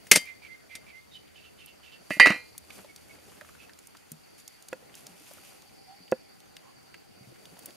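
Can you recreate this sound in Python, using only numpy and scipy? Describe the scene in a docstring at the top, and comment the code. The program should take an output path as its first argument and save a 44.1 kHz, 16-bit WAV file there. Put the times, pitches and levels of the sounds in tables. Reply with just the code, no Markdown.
"""The lid of a cooking pot clanks on its rim, then is dropped against a log: ringing modes, clatter noise and thuds.
A wooden spoon knocks on pot and plate and dull bumps sound, all as decaying modes. Grass rustles and feet
shuffle as shaped noise; embers and stalks tick as short noise puffs. A bird and far notes are gliding tones,
crickets and far hums narrow noise bands, over a soft broadband hush at a campsite."""
import sys
import numpy as np
from scipy import signal
from scipy.fft import rfft, irfft, next_fast_len
from scipy.io import wavfile
from scipy.ndimage import uniform_filter1d, map_coordinates

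SR = 44100
rng = np.random.default_rng(int(sys.argv[2]) if len(sys.argv) > 2 else 0)


def unload_wav(signal):
    """Save mono or channel-first audio to the path in sys.argv[1] as 16-bit WAV at rate SR, clipped to [-1, 1]."""
    wavfile.write(
        sys.argv[1],
        SR,
        np.round(np.clip(np.atleast_2d(signal).T, -1, 1) * 32767).astype(np.int16),
    )


N = 342203


def amp(db):
    """dB to gain."""
    return 10 ** (np.asarray(db) / 20)


def unit(x):
    """Scaled to rms 1."""
    return x / np.sqrt(np.mean(x ** 2) + 1e-20)


def along(points, hz):
    """Interpolates (Hz, value) points on a log frequency axis."""
    point_hz, value = np.transpose(points)
    return np.interp(np.log(hz + 1), np.log(point_hz + 1), value)


def shape(points):
    """Frequency response through (Hz, dB) points."""
    return lambda hz: amp(along(points, hz))


def curves(rows):
    """One value per sample for each column after the time."""
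    time_s, *columns = np.transpose(rows)
    return [np.interp(np.arange(N) / SR, time_s, column) for column in columns]


def wobble(knots_per_s, size=N):
    """A smooth random curve through normally distributed knots."""
    knots = rng.standard_normal(int(size * knots_per_s / SR) + 4)
    return map_coordinates(knots, [np.arange(size) * knots_per_s / SR])


def filtered(x, response):
    """x times a response of frequency."""
    n = x.shape[-1]
    padded = next_fast_len(n + 4096)
    return irfft(rfft(x, padded) * response(np.fft.rfftfreq(padded, 1 / SR)), padded)[..., :n]


def band(centre_hz, width_hz):
    """Response of one causal resonance."""
    return lambda f: 1j * f * width_hz / (centre_hz ** 2 - f * f + 1j * f * width_hz)


def add(out, start_s, x, pan_db=0):
    """Lays a sound into the stereo buffer; pan_db is left over right."""
    part = out[:, round(start_s * SR):][:, :x.shape[-1]]
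    part += amp([[pan_db / 2], [-pan_db / 2]]) * x[..., :part.shape[1]]


def rush(response, patchy_db, alike):
    """Stereo noise of rms 1 with time-frequency patches of random gain and a set left-right likeness."""
    z = signal.stft(rng.standard_normal((2, N)), nperseg=512)[2]
    field = uniform_filter1d(rng.standard_normal(z.shape[1:]), size=6, axis=0)
    field = uniform_filter1d(field, size=10, axis=1)
    pair = signal.istft(z * amp(patchy_db * unit(field)), nperseg=512)[1][:, :N]
    # likeness is the cosine of twice the mid-side angle
    angle = lambda hz: np.arccos(np.clip(along(alike, hz), -1, 1)) / 2
    mid, side = filtered(pair, lambda hz: response(hz) * [np.cos(angle(hz)), np.sin(angle(hz))])
    return unit(np.array([mid + side, mid - side]))


def ring(modes, scatter_db, tilt_db_per_octave=0, free_s=1, attack_s=1e-4):
    """One blow on decaying modes of scattered strength; a touch after free_s damps those that swing the rim."""
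    t = np.arange(2 * SR // 5) / SR
    hz, db, t60_s = np.transpose(modes)[:, :, None]
    db = db + rng.normal(0, scatter_db, db.shape) + tilt_db_per_octave * np.log2(hz / 500)
    swings_rim = (hz > 1600) & (hz < 2060)
    held_t60_s = np.where(swings_rim, np.minimum(t60_s, .21), t60_s)
    fade_db = -60 * (np.minimum(t, free_s) / t60_s + (t - free_s).clip(0) / held_t60_s)
    tones = np.sum(amp(db + fade_db) * np.sin(2 * np.pi * hz * t), axis=0)
    return (1 - np.exp(-t / attack_s)) * tones


# hush spectrum: [hz, relative_db]
HUSH_SPECTRUM = [(12, -38.5), (20, -13), (133, 5.5), (464, 5), (704, 0.5), (1190, -7), (1370, -3),
                 (1670, -8), (2080, -4.5), (3840, -13), (4540, -12), (5520, -13), (7920, -14.5),
                 (10200, -15.5), (15400, -22.5)]
# left-right likeness of the surroundings: [hz, correlation -1 to 1]
SURROUND_ALIKE = [(60, -0.38), (180, -0.76), (550, -0.96), (1650, 0.13), (4970, 0.17), (15000, 0.61)]
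HUSH_DB = -56.5


def hush():
    """Steady broadband noise whose level drifts slightly."""
    level = amp(HUSH_DB + 0.31 * wobble(1.8))
    return level * rush(shape(HUSH_SPECTRUM), patchy_db=1.85, alike=SURROUND_ALIKE)


# cricket level: [time_s, level_db]
CRICKET_LEVEL = [(0, -66.5), (1.5, -69.5), (2.2, -61), (3.1, -68), (4.4, -65), (6.3, -64), (7.76, -66.5)]


def cricket():
    """A narrow noise band that throbs quickly and irregularly."""
    throb = amp(2.5 * wobble(60) + 2.4 * wobble(2.5))
    tone = rush(lambda hz: band(4590, 330)(hz) ** 2, patchy_db=0.5, alike=SURROUND_ALIKE)
    return amp(curves(CRICKET_LEVEL)[0]) * unit(throb * tone)


# far hum levels: [time_s, low_db, high_db]
HUM_LEVELS = [(0, -67, -81.5), (2, -68, -83), (3.6, -65.5, -81), (3.8, -75, -76), (5.6, -80, -67),
              (7.1, -79, -70), (7.76, -80, -79)]


def hums():
    """Two fuzzy far hums: noise through squared resonances at 78 and 785 Hz."""
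    low_db, high_db = curves(HUM_LEVELS)
    low = rush(lambda hz: band(78, 22)(hz) ** 2, patchy_db=0.0, alike=SURROUND_ALIKE)
    high = unit(filtered(rng.standard_normal((2, N)), lambda hz: band(785, 90)(hz) ** 2))
    return amp(low_db) * low + amp(high_db) * high


# how busy feet, sleeves and spoon are: [time_s, hiss_relative_db, shuffle_relative_db]
ACTIVITY = [(0, -63.5, -63), (.4, -69, -65.5), (1.83, -69.5, -65.5), (2.1, -62, -62), (2.58, -64, -66.5),
            (2.77, -59.5, -55.5), (3.0, -63, -63.5), (3.39, -59, -57), (3.6, -63, -63.5), (3.9, -67, -68.5),
            (4.55, -63.5, -72), (4.8, -65.5, -59), (5.15, -58, -55), (5.45, -58, -59.5), (5.85, -68, -69.5),
            (7.1, -71, -68), (7.35, -64, -60), (7.76, -59, -56)]
# grass hiss spectrum: [hz, relative_db]
GRASS_SPECTRUM = [(590, -32), (1000, -2.5), (1810, -4.5), (2650, 0.5), (3860, -5.5), (4640, -6),
                  (5260, -3.5), (11500, -3), (15400, -16.5)]
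# shuffle spectrum: [hz, relative_db]
SHUFFLE_SPECTRUM = [(35, -42.5), (60, -10), (187, 1.5), (776, -2), (921, -11), (1490, -12), (1640, -15.5),
                    (2500, -15), (3250, -41.5), (5500, -120)]
# short brushes through grass and along bark: [start_s, length_s, level_db]
BRUSHES = [(.17, .1, -51), (2.1, .095, -46.5), (2.2, 0.22, -52.5), (2.72, .13, -56), (4.38, 0.043, -57.5),
           (4.96, 0.18, -63), (5.27, .1, -61), (5.43, .17, -62)]


def rustle():
    """Feet, sleeves and the spoon in the food: hiss with crackling grains, and a low unsteady shuffle."""
    hiss_db, shuffle_db = curves(ACTIVITY)
    t = np.arange(N) / SR
    strokes = np.zeros(N)
    for start_s, length_s, level_db in BRUSHES:
        progress = ((t - start_s) / length_s).clip(0, 1)
        # the power makes each stroke rise fast and fall slowly
        strokes += amp(level_db) * np.abs(np.sin(np.pi * progress ** 0.33)) ** .9
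    grains = amp(3 * uniform_filter1d(rng.exponential(1, N) ** 2, size=60) + 1.2 * wobble(21))
    grass = rush(shape(GRASS_SPECTRUM), patchy_db=0.3, alike=[(1000, 0.34), (10000, .7)])
    hiss = unit(grains * grass)
    unsteady = amp(3 * wobble(45) + 1.8 * wobble(12))
    low_noise = rush(shape(SHUFFLE_SPECTRUM), patchy_db=-0.5, alike=[(150, .3), (1500, 0.36)])
    shuffle = unit(unsteady * low_noise)
    return (amp(hiss_db + 0.5) + strokes) * hiss + amp(shuffle_db - 1.0) * shuffle


# modes of the lid lying on the pot: [hz, relative_db, t60_s]
SEATED_MODES = [(200, -9.5, 0.092), (588, -10, .1), (1581, -11, 0.062), (1990, -7, 0.097),
                (2101.4, -1, 0.4), (2320, -6, .12), (2580, -4, 0.066), (2910, -9, 0.11),
                (3093, -13.5, 0.22), (3210, -14, .16), (3633, -7, .1), (3890, -12, .09), (4700, -9.5, 0.2),
                (5250, -8, 0.11), (5770, -9.5, 0.087), (6250, -14, .07), (6860, -9, .07),
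                (8140, -1.5, 0.085), (8500, -9.5, 0.064), (9200, -14, .07), (9900, -12, 0.067),
                (11000, -8, 0.082)]
# modes of the lid leaning on the log: [hz, relative_db, t60_s]
LEANING_MODES = [(496.8, -28, .33), (1351, -25.5, .15), (1440, -30.5, 0.32), (1749, -1.5, .05),
                 (1815.5, -12.5, .2), (1952, -4, 1.3), (2010, -5.5, .3), (2110, -10, 0.35),
                 (2410, -10.5, .33), (2602, -11.5, .17), (2775, -19, .18), (2904, -23, 0.23),
                 (2939, -22, 0.25), (3045, -21, .2), (3117, -22.5, 0.22), (3770, -30.5, .2),
                 (4127, -31, 0.5), (4660, -17, 0.22), (5335, -29.5, .1), (6323, -35.5, .1),
                 (6700, -31, .08), (8200, -36, .1), (9130, -28.5, .14), (9895, -31.5, 0.13)]
# clatter spectrum on the rim: [hz, relative_db]
RIM_SPECTRUM = [(180, -38), (300, -8), (1100, -19), (2000, -4), (3330, -10.5), (5740, -10), (7600, -10.5),
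                (8260, -8.5), (11500, -13.5), (15400, -28)]
# clatter spectrum on the log: [hz, relative_db]
LOG_SPECTRUM = [(120, -43.5), (200, -15.5), (1050, -13), (1430, -10), (2010, -10), (2700, -7), (3350, -37),
                (3810, -16), (4650, -25.5), (5000, -24.5), (9630, -33), (15400, -49)]
# clatter decay on the rim: [t60_s, loose_rattle_db, loose_t60_s]
RIM_DECAY = (.055, -39.5, .15)
# clatter decay on the log: [t60_s, loose_rattle_db, loose_t60_s]
LOG_DECAY = (.034, -16, .24)
# lid contacts, on the rim until it is lifted, then on the log: [start_s, ring_db, clatter_db, thud_db]
LID_HITS = [(.068, -60, -46.5, -60), (.114, -18, -2, -26), (.134, -33, -19.5, -28),
            (.154, -29.5, -19.5, -29), (.1585, -26, -10.5, -30), (.170, -37.5, -22.5, -20.5),
            (.752, -48, -35.5, -47), (2.106, -26, -31, -19), (2.168, -52, -46.5, -30.5),
            (2.198, -4.5, -7.5, -24.5), (2.258, -18.5, -13, -33.5), (2.269, -20, -13, -16.5),
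            (2.293, -32, -29, -37), (2.303, -27.5, -19.5, -18), (2.319, -41, -29.5, -36),
            (2.342, -58, -35.5, -36), (2.359, -49, -38.5, -34)]
LIFTED_S = 1.4
FREE_FROM_S, FREE_UNTIL_S = 2.19, 2.264  # out of the hand, not yet resting on the log
CLATTER_SIDE_DB, CLATTER_ATTACK_S = -16, .0004


def lid_contacts(hits, modes, spectrum, decay, thud_hz, pan_db, free_s_at):
    """Each contact rings the metal, sets loose parts clattering and thuds into what it lands on."""
    out, t = np.zeros((2, N)), np.arange(SR // 4) / SR
    t60_s, loose_db, loose_t60_s = decay
    clatter_fade = amp(-60 * t / t60_s) + amp(loose_db - 60 * t / loose_t60_s)
    clatter_attack = 1 - np.exp(-t / CLATTER_ATTACK_S)
    support = [(thud_hz * .7, -6, .04), (thud_hz, 0, .034), (thud_hz * 2.1, -4, .03)]
    for start_s, ring_db, clatter_db, thud_db in hits:
        metal = ring(modes, scatter_db=3.0, free_s=free_s_at(start_s), attack_s=0.0005)
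        add(out, start_s, amp(ring_db) * metal, pan_db)
        mid, side = unit(filtered(rng.standard_normal((2, len(t))), shape(spectrum)))
        noise = mid + amp(CLATTER_SIDE_DB) * np.outer([1, -1], side)
        add(out, start_s, amp(clatter_db) * clatter_fade * clatter_attack * noise, pan_db * 0.43)
        thud = ring(support, scatter_db=3.0, attack_s=.0007)
        add(out, start_s, amp(thud_db) * thud, pan_db * .4)
    return out


def lid():
    """The seated lid on the pot rim, then the leaning lid on the log, undamped while free of the hand."""
    on_rim = [hit for hit in LID_HITS if hit[0] < LIFTED_S]
    on_log = [hit for hit in LID_HITS if hit[0] > LIFTED_S]
    log_free_s = lambda start_s: max(FREE_UNTIL_S - start_s, 0) * (start_s > FREE_FROM_S)
    rim = lid_contacts(on_rim, SEATED_MODES, RIM_SPECTRUM, RIM_DECAY, thud_hz=260, pan_db=2.5,
                       free_s_at=lambda start_s: .31)
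    log = lid_contacts(on_log, LEANING_MODES, LOG_SPECTRUM, LOG_DECAY, thud_hz=290, pan_db=-4.5,
                       free_s_at=log_free_s)
    return rim + log


# bird syllables, note by note: [offset_s, length_s, first_hz, last_hz, relative_db, roughness 0-1]
WARBLE = [(0, .065, 2353, 2344, -2, .5), (0.008, .085, 2088, 2067, 0, .15)]
# same columns as WARBLE: [offset_s, length_s, first_hz, last_hz, relative_db, roughness 0-1]
STEP = [(0, .065, 2350, 2260, -0.91, 0.43), (.062, .09, 2050, 2123, 0, .15)]
# same columns as WARBLE: [offset_s, length_s, first_hz, last_hz, relative_db, roughness 0-1]
FLOURISH = [(0, .057, 3690, 3900, -7.5, .42), (.033, .035, 3075, 2985, 0, .2)]
# same columns as WARBLE: [offset_s, length_s, first_hz, last_hz, relative_db, roughness 0-1]
RASP = [(0, .045, 3038, 2994, -2, .65), (.003, .09, 2712, 2680, 0, .45), (.086, .044, 3010, 2955, 2, .45),
        (.088, .065, 2718, 2730, -1, .27)]
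# same columns as WARBLE: [offset_s, length_s, first_hz, last_hz, relative_db, roughness 0-1]
CHEEP = [(0.00067, .035, 2240, 2195, 0, .25)]
# bird song: [syllable, start_s, relative_db]
SONG = [(WARBLE, .246, -49.5), (STEP, .418, -51.5), (WARBLE, .69, -52.5), (STEP, .862, -54),
        (FLOURISH, 1.112, -49.5), (RASP, 1.345, -60), (RASP, 1.576, -59.5), (RASP, 1.826, -58),
        (CHEEP, 2.884, -59), (CHEEP, 3.091, -58)]
# faint notes from afar: [start_s, length_s, first_hz, last_hz, relative_db, roughness 0-1]
FAR_NOTES = [(3.585, .075, 2590, 2600, -58.5, 0.5), (5.867, .085, 733, 806, -56.5, 0.19),
             (6.623, .1, 1023, 1045, -63.5, 0.52)]


def bird_and_far_notes():
    """Thin gliding tones; rough ones flutter in strength and carry a scratchy band of noise."""
    out = np.zeros((2, N))
    notes = list(FAR_NOTES)
    for syllable, start_s, song_db in SONG:
        for offset_s, length_s, first_hz, last_hz, note_db, rough in syllable:
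            notes.append((start_s + offset_s, length_s, first_hz, last_hz, song_db + note_db, rough))
    for start_s, length_s, first_hz, last_hz, relative_db, rough in notes:
        n = round(length_s * SR)
        phase = 2 * np.pi * np.cumsum(np.linspace(first_hz, last_hz, n)) / SR
        swell = np.sin(np.linspace(0, np.pi, n)).clip(0) ** 0.56
        tone = (1 - rough + rough * wobble(250, size=n)) * np.sin(phase)
        scratch = unit(filtered(rng.standard_normal(n), band(first_hz, first_hz * 0.31)))
        note = swell * (tone + 0.76 * rough * scratch)
        add(out, start_s, amp(relative_db + 6.0) * note, pan_db=-8.0)
    return out


# embers, stalks and gear clicking: [start_s, level_db, centre_hz, pan_db]
CLICKS = [(.256, -41.5, 11060, 0.5), (1.6601, -35, 10990, -1), (2.5494, -45.5, 960.6, -0.5),
          (2.5795, -27.5, 9400, 2), (2.7038, -38, 2520, -7.5), (2.7891, -40.5, 1350, 1),
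          (2.9609, -35.5, 5470, -.5), (3.411, -34, 1560, -4.5), (3.4471, -42.5, 1520, -6),
          (3.489, -42, 1210, -5), (3.551, -45.5, 1610, 1), (3.6945, -41, 1800, 0),
          (3.7347, -43.5, 4830, -10), (3.789, -39.5, 6900, -1.5), (3.8714, -33.5, 9140, -4),
          (3.9494, -43, 1200, -.5), (3.9701, -41, 4670, -1), (4.118, -26.5, 9580, 1.5),
          (4.3997, -40.5, 6890, .5), (4.4782, -30, 6930, -5), (4.6241, -39, 6660, -3.5),
          (4.6851, -33.5, 6565, 0.5), (4.7305, -35.5, 6470, -2.5), (4.9528, -33.5, 7100, -2.5),
          (5.0674, -31.5, 5700, 0), (5.3353, -36, 9850, 1.5), (5.6209, -41, 5460, -1),
          (6.079, -45.5, 2800, -2), (6.1155, -26.5, 6000, 0.5), (6.403, -44, 4460, -1),
          (6.567, -34, 3130, .5), (6.9428, -36.5, 1947, -4), (7.4548, -37, 3194, -1.5),
          (7.5913, -34.5, 10380, -2), (7.658, -26.5, 10530, -.5)]
DULL_BELOW_HZ = 2900
BRIGHT_T60_S, BRIGHT_SHARPNESS = .02, 1.9  # sharpness: centre over width
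DULL_T60_S, DULL_SHARPNESS = .035, 3.5
FAINT_PER_S, FAINT_OVER_SHUFFLE_DB, FAINT_SPREAD_DB = 14, 9, 1.7  # chance clicks: rate, least level, mean excess


def clicks():
    """Dying noise puffs round a centre pitch: listed ones and faint chance ones whose level follows the shuffle."""
    out, t = np.zeros((2, N)), np.arange(SR // 8) / SR
    gap, size, pitch, side = rng.random((200, 4)).T
    when_s = np.cumsum(-np.log(1 - gap)) / FAINT_PER_S
    shuffle_db = np.interp(when_s, *np.transpose(ACTIVITY)[::2])
    faint_db = shuffle_db + FAINT_OVER_SHUFFLE_DB - FAINT_SPREAD_DB * np.log(1 - size)
    faint = np.transpose([when_s, faint_db, 500 * 16 ** pitch, 6 * (side - .7)])
    for start_s, level_db, centre_hz, pan_db in [*CLICKS, *faint[when_s < N / SR]]:
        t60_s, sharpness = BRIGHT_T60_S, BRIGHT_SHARPNESS
        if centre_hz < DULL_BELOW_HZ:
            t60_s, sharpness = DULL_T60_S, DULL_SHARPNESS
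        burst = rng.standard_normal(len(t)) * amp(-60 * t / t60_s)
        puff = filtered(burst, band(centre_hz, centre_hz / sharpness))
        add(out, start_s, amp(level_db) * puff / np.abs(puff).max(), pan_db)
    return out


# soft bumps: [start_s, level_db, pitch_hz]
BUMPS = [(2.796, -49, 199), (2.846, -40, 582), (3.184, -47, 557), (3.415, -42, 598), (4.117, -39.5, 155),
         (4.825, -47.5, 497), (5.091, -50, 179), (5.207, -48, 300), (5.31, -45, 588), (6.004, -47.5, 181),
         (7.208, -44, 131), (7.272, -44, 127), (7.32, -47.5, 339), (7.525, -47, 179), (7.609, -51.5, 319),
         (7.68, -52.5, 338)]
BUMP_CYCLES, OVERTONE_RATIO, OVERTONE_DB = 24, 1.465, -4.5  # cycles in a t60; second mode over the first


def bumps():
    """Feet, knees and full pot: a dull pair of modes; the lower, the longer."""
    out = np.zeros((2, N))
    for start_s, level_db, pitch_hz in BUMPS:
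        upper_hz = pitch_hz * OVERTONE_RATIO
        pair = [(pitch_hz, level_db, BUMP_CYCLES / pitch_hz),
                (upper_hz, level_db + OVERTONE_DB, BUMP_CYCLES / upper_hz)]
        add(out, start_s, ring(pair, scatter_db=1.5, attack_s=0.00078))
    return out


# modes of plate and spoon: [hz, relative_db, t60_s]
WOOD_MODES = [(152, -26, 0.079), (235.6, -8.5, 0.047), (390, 2, 0.027), (517, 4.5, 0.039), (637, -4, 0.03),
              (760, -15.5, 0.04), (956, -10.5, 0.031), (1444, -10, 0.031), (1670, -9, .02),
              (1950, -13, 0.023), (2552, -21, 0.031), (2620, -18.5, 0.029), (3330, -26, 0.016)]
# spoon on wood: [start_s, level_db, hardness_db_per_octave]
KNOCKS = [(4.728, -28.5, 5.5), (6.122, -12.5, -1)]


def spoon():
    """A soft-edged knock; the harder it is, the more upper modes of the wood it wakes."""
    out = np.zeros((2, N))
    for start_s, level_db, hardness in KNOCKS:
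        knock = ring(WOOD_MODES, scatter_db=1.13, tilt_db_per_octave=hardness, attack_s=0.0012)
        add(out, start_s, amp(level_db) * knock, pan_db=-3.0)
    return out


# a higher cricket: [start_s, length_s, level_db]
TRILLS = [(5.738, .258, -65), (6.135, 0.125, -66.5)]
TRILL_HZ, TRILL_WIDTH_HZ, PULSES_PER_S = 5180, 119.5, 31


def trills():
    """Even pulses of a high, slightly unsteady tone made from narrow-band noise."""
    out = np.zeros((2, N))
    for start_s, length_s, level_db in TRILLS:
        t = np.arange(round(length_s * SR)) / SR
        pulses = np.abs(np.sin(np.pi * PULSES_PER_S * t)) ** 3
        tone = unit(filtered(rng.standard_normal(len(t)), band(TRILL_HZ, TRILL_WIDTH_HZ)))
        add(out, start_s, amp(level_db) * pulses * tone)
    return out


# the answer of ground, logs and bushes: [hz, t60_s]
YARD_DECAY = [(200, .12), (600, .15), (2000, 0.3), (10000, .25)]


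def yard(x):
    """Convolves with noise in which each frequency dies at its own speed, independent in each channel."""
    hz, t, z = signal.stft(rng.standard_normal((2, SR // 2)), SR, nperseg=256)
    fade = amp(-60 * t / along(YARD_DECAY, hz)[:, None])
    tail = signal.istft(z * fade, SR, nperseg=256)[1]
    return signal.fftconvolve(x.mean(axis=0)[None], tail / np.linalg.norm(tail[0]), axes=1)[:, :N]


def scene():
    """Everything at the microphone; the blows carry little deep bass."""
    blows = lid() + spoon() + clicks() + bumps()
    blows = filtered(blows, lambda hz: (1j * hz / (90 + 1j * hz)) ** 3)
    notes = bird_and_far_notes()
    answer = yard(amp(-22) * blows + amp(-6.5) * notes)
    surroundings = hush() + cricket() + trills() + hums()
    return blows + notes + answer + rustle() + surroundings


TOP_HZ = 15600


def record(dry):
    """The microphone dips narrowly near 8 kHz, rounds off the loudest peaks and passes nothing from TOP_HZ up."""
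    heard = filtered(dry, lambda hz: 1 - .5 * band(7850, 450)(hz))
    clipped = heard / (1 + np.abs(heard / 1.05) ** 8) ** (1 / 8)
    return filtered(clipped, lambda hz: hz < TOP_HZ)


dry = scene()
out = record(dry)
unload_wav(out)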